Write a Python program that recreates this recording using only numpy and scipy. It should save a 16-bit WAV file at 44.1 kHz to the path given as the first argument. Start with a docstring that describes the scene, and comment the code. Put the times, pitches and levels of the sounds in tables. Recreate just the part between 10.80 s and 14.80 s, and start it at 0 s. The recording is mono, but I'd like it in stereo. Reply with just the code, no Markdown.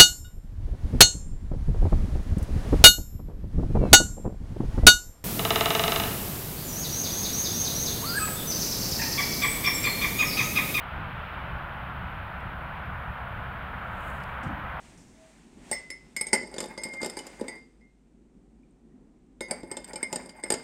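"""Down the line, far off and a little left of the microphone, a freight train of tank wagons rolls away:
wheels roar on the rails over a low rumble and a faint engine drone. From the start the microphone hisses
softly, light gusts nudge it and the hand-held camera gives an occasional low thud. Midway its body ticks.
Near the end, right at the microphone, a sleeve brushes the camera, the body ticks again, a finger scuffs
it and the hand shifts with a dull bump."""
import sys
import numpy as np
from scipy.fft import rfft, irfft, next_fast_len
from scipy.io import wavfile
from scipy.ndimage import uniform_filter1d, map_coordinates

SR = 44100
rng = np.random.default_rng(int(sys.argv[2]) if len(sys.argv) > 2 else 0)


def int16_out(signal):
    """Quantize to a 16-bit WAV file."""
    q = np.round(np.clip(np.atleast_2d(signal).T, -1, 1) * 32767)
    wavfile.write(sys.argv[1], SR, q.astype(np.int16))


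N = 176400
TIME_S = np.arange(N) / SR


def amp(db):
    return 10 ** (np.asarray(db) / 20)


def unit_rms(x):
    return x / np.sqrt(np.mean(x ** 2) + 1e-20)


def at_hz(points, hz):
    """Read (freq_hz, value) points along a log frequency axis."""
    freqs, values = np.transpose(points)
    return np.interp(np.log(hz + 1), np.log(freqs + 1), values)


def curve(rows):
    """One value per sample from (time_s, value) rows."""
    return np.interp(TIME_S, *np.transpose(rows))


def wobble(knots_per_s):
    """A smooth random curve."""
    return map_coordinates(rng.standard_normal(400), [TIME_S * knots_per_s], mode="mirror")


def bursts(rows, attack_s):
    """An envelope that rises and dies away once for each row."""
    envelope = np.zeros(N)
    for start_s, level_db, t60_s in rows:
        age_s = np.maximum(TIME_S - start_s, 0)
        envelope += amp(level_db - 60 * age_s / t60_s) * (1 - np.exp(-age_s / attack_s))
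    return envelope


def swells(rows):
    """An envelope with one bell-shaped swell for each row."""
    return sum(amp(db) * np.exp(-((TIME_S - peak_s) / width_s) ** 2 / 2) for peak_s, width_s, db in rows)


def filtered(x, response):
    """Shape x by a gain that depends on frequency."""
    size = next_fast_len(N + SR // 2)
    return irfft(rfft(x, size) * response(np.fft.rfftfreq(size, 1 / SR)), size)[..., :N]


# How alike distant sound is in the two channels: freq_hz, correlation (0-1)
FAR_LIKENESS = [(40, .985), (100, .985), (160, 1), (300, 0.82), (600, 0.94), (1200, .97), (1900, 0.89),
                (3000, 1), (5000, 0.78), (9000, 0.83), (13000, 0.93)]

def stereo_noise(gain, near=False):
    """Noise of rms 1 shaped by gain(hz); near sounds are the same in both channels."""
    def mid_side_gain(hz):
        likeness = np.ones_like(hz) if near else at_hz(FAR_LIKENESS, hz)
        angle = np.arccos(likeness) / 2
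        return gain(hz) * np.array([np.cos(angle), np.sin(angle)])
    mid, side = filtered(rng.standard_normal((2, N)), mid_side_gain)
    return unit_rms(np.array([mid + side, mid - side]))


def spectrum_gain(spectrum, hz, rolloff=2):
    """The gain of a spectrum that falls away above its last point."""
    return amp(at_hz(spectrum, hz)) / np.maximum(1, hz / spectrum[-1][0]) ** rolloff


def rush(spectrum, near=False):
    """Steady stereo noise with the given spectrum."""
    return stereo_noise(lambda hz: spectrum_gain(spectrum, hz), near)


# Gusts on the microphone ports: peak_s, width_s, level_db
GUSTS = [(.19, 0.028, -38), (.68, .17, -48.5), (1.68, 0.075, -46.5), (2.57, 0.049, -43.5),
         (2.97, .22, -40.5), (3.64, 0.1, -46)]
# Spectrum of their eddies: freq_hz, gain_db
GUST_SPECTRUM = [(15, -26), (35, -4), (60, -3.5), (100, -1.5), (150, -8.5), (210, -9.5), (300, -19),
                 (450, -25.5), (800, -43)]

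def wind(flutter_db=2.5):
    """Light gusts flutter on the microphone, each port on its own."""
    eddies = filtered(rng.standard_normal((2, N)), lambda hz: spectrum_gain(GUST_SPECTRUM, hz, rolloff=3))
    flutter = amp(flutter_db * np.array([wobble(22), wobble(22)]))
    return swells(GUSTS) * unit_rms(flutter * eddies)


# Spectrum of rubbing cloth: freq_hz, gain_db
SLEEVE_SPECTRUM = [(3000, -35), (5800, -14), (7000, -2), (9500, -3), (12000, -6), (15500, -8)]

def sleeve(peak_s=3.29, level_db=-62.5, rise_db_per_s=74, fall_db_per_s=65, grain_db=3.5):
    """Cloth brushes the camera, right at the microphone, in one grainy swell."""
    age_s = TIME_S - peak_s
    swell_db = np.minimum(rise_db_per_s * age_s, -fall_db_per_s * age_s)
    grain = unit_rms(uniform_filter1d(rng.standard_normal(N), size=50))
    return amp(level_db + swell_db + grain_db * grain) * rush(SLEEVE_SPECTRUM, near=True)


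# Ticks of the camera body and scuffs of a finger: start_s, level_db, t60_s
TICKS = [(1.603, -62, .03), (3.390, -65, .03), (3.401, -58, .04), (3.423, -71, .03), (3.431, -60, .03),
         (3.4365, -47.5, .018)]
SCUFFS = [(3.630, -52.5, .12), (3.666, -68, 0.32)]
# Their spectra: freq_hz, gain_db
TICK_SPECTRUM = [(2000, -22), (3800, 1), (4700, -1), (5300, 7), (6100, -9), (7500, 1), (11000, -5),
                 (15500, -15)]
SCUFF_SPECTRUM = [(2000, -17), (4300, -2), (7000, -2), (9000, -4), (10500, -13), (15500, -24)]

def fingers():
    """Fingers tick and scuff on the camera body, beside the microphone."""
    ticks = bursts(TICKS, attack_s=0.00048) * rush(TICK_SPECTRUM, near=True)
    scuffs = bursts(SCUFFS, attack_s=0.0024) * rush(SCUFF_SPECTRUM, near=True)
    return ticks + scuffs


# Soft thuds of the hand-held camera: peak_s, width_s, level_db
THUDS = [(.172, .012, -31), (1.65, 0.026, -42), (2.295, 0.015, -31.5), (2.56, 0.099, -40)]
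# Spectra of the thuds and the closing bump: freq_hz, gain_db
THUD_SPECTRUM = [(15, -15), (40, -5), (70, 0), (130, -0.5), (200, -21.5), (400, -49)]
BUMP_SPECTRUM = [(30, -20), (80, -1), (130, 0), (190, 6), (270, -1.5), (325, -2.5), (390, -32), (800, -63)]

def hand(bump_s=3.668, bump_db=-31, rise_s=0.028, t60_s=0.49):
    """The shifting hand thuds on the camera that holds the microphone, then bumps it once."""
    thuds = swells(THUDS) * rush(THUD_SPECTRUM, near=True)
    age_s = TIME_S - bump_s
    rise = np.exp(np.minimum(age_s, 0) / rise_s)
    decay = amp(bump_db - 60 * np.maximum(age_s, 0) / t60_s)
    return thuds + rise * decay * rush(BUMP_SPECTRUM, near=True)


# Tones of the distant engine: pitch_hz, level_db
ENGINE_TONES = [(64.3, -46.5), (189, -55), (238, -62.5)]

def engine(drift_hz=0.46, waver_db=0.5):
    """The engine's low tones waver on their long way through the air to the microphone."""
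    drone = np.zeros(N)
    for pitch_hz, level_db in ENGINE_TONES:
        level = amp(level_db + waver_db * wobble(5.01))
        phase = 2 * np.pi * np.cumsum(pitch_hz + drift_hz * wobble(6.11)) / SR
        drone += level * unit_rms(np.sin(phase))
    return drone


# Spectrum of the wagons' rumble: freq_hz, gain_db
RUMBLE_SPECTRUM = [(12, -20), (25, 0), (40, 1.5), (52, 0), (75, 4.5), (100, -1), (130, 1), (170, -3),
                   (210, -11), (260, -12.5), (370, -17.5), (600, -31.5), (1200, -67)]

def wagons(level_db=-41, swell_db=1.83):
    """Far down the line the tank wagons rumble, swelling unevenly."""
    return amp(level_db + swell_db * wobble(6.13)) * rush(RUMBLE_SPECTRUM)


# Course of the wheels' roar and of its treble: time_s, level_db
ROAR_LEVEL = [(0, -39.5), (.55, -39), (1.0, -39.5), (1.5, -40), (2.1, -39), (2.7, -40), (3.15, -38),
              (3.55, -38), (4, -37.5)]
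TREBLE_LEVEL = [(0, -49), (.3, -49.5), (.5, -48.5), (.9, -51), (1.5, -51.5), (2.0, -52.5), (2.4, -52.5),
                (2.8, -51.5), (3.2, -51.5), (4, -52)]
# Their spectra from far off: freq_hz, gain_db
ROAR_SPECTRUM = [(250, -32), (420, -12), (560, -4.5), (720, -1.5), (950, 0.5), (1170, -1), (1550, -1),
                 (1800, -5), (2300, -13), (3200, -38.5)]
TREBLE_SPECTRUM = [(1300, -37), (2000, -1.5), (2400, 1.5), (3050, -2), (3600, -9.5), (4200, -18),
                   (5000, -27), (6300, -41.5), (9000, -46)]
# Bands in which the wheels ring: centre_hz, width_hz, level_db
WHEEL_BANDS = [(1313, 117, -50.5), (1454, 140, -50.5)]

def wheels(flutter_db=0.37, treble_flutter_db=0.3, ring_swell_db=1.4):
    """Wheels on distant rails: a broad roar, ringing bands that swell, and a treble dulled by distance."""
    roar_db = curve(ROAR_LEVEL)
    roar = amp(roar_db + flutter_db * wobble(8)) * rush(ROAR_SPECTRUM)
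    follow_roar_db = roar_db - roar_db.mean()
    ringing = np.zeros((2, N))
    for centre_hz, width_hz, level_db in WHEEL_BANDS:
        band = stereo_noise(lambda hz: 1 / (1 + ((hz - centre_hz) / width_hz) ** 2) ** 2)
        ringing += amp(level_db + follow_roar_db - ring_swell_db * wobble(5.63)) * band
    treble = amp(curve(TREBLE_LEVEL) + treble_flutter_db * wobble(7.16)) * rush(TREBLE_SPECTRUM)
    return roar + ringing + treble


# The train's balance at the microphone: freq_hz, left_over_right_db
TRAIN_BALANCE = [(60, -.6), (110, -.5), (200, 0), (380, 1), (700, 2.64), (1290, 4.45), (2380, 5.8),
                 (4400, 3.3), (8000, 0)]

def scene():
    """The train far off to the left, wind on the microphone, handling close up in the middle."""
    train = wheels() + wagons() + engine()
    channel_share = np.array([[.5], [-.5]])
    train = filtered(train, lambda hz: amp(at_hz(TRAIN_BALANCE, hz) * channel_share))
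    return train + wind() + sleeve() + fingers() + hand()


# Spectrum of the microphone's own hiss: freq_hz, gain_db
HISS_SPECTRUM = [(2000, -11), (6000, -13), (7500, -5), (10000, 1.5), (13000, 6), (15800, 4.5)]

def record(dry, hiss_db=-70, top_hz=15800):
    """The camera's microphone adds its hiss, and nothing above the band limit is kept."""
    return filtered(dry + amp(hiss_db) * rush(HISS_SPECTRUM), lambda hz: hz < top_hz)


dry = scene()
out = record(dry)
int16_out(out)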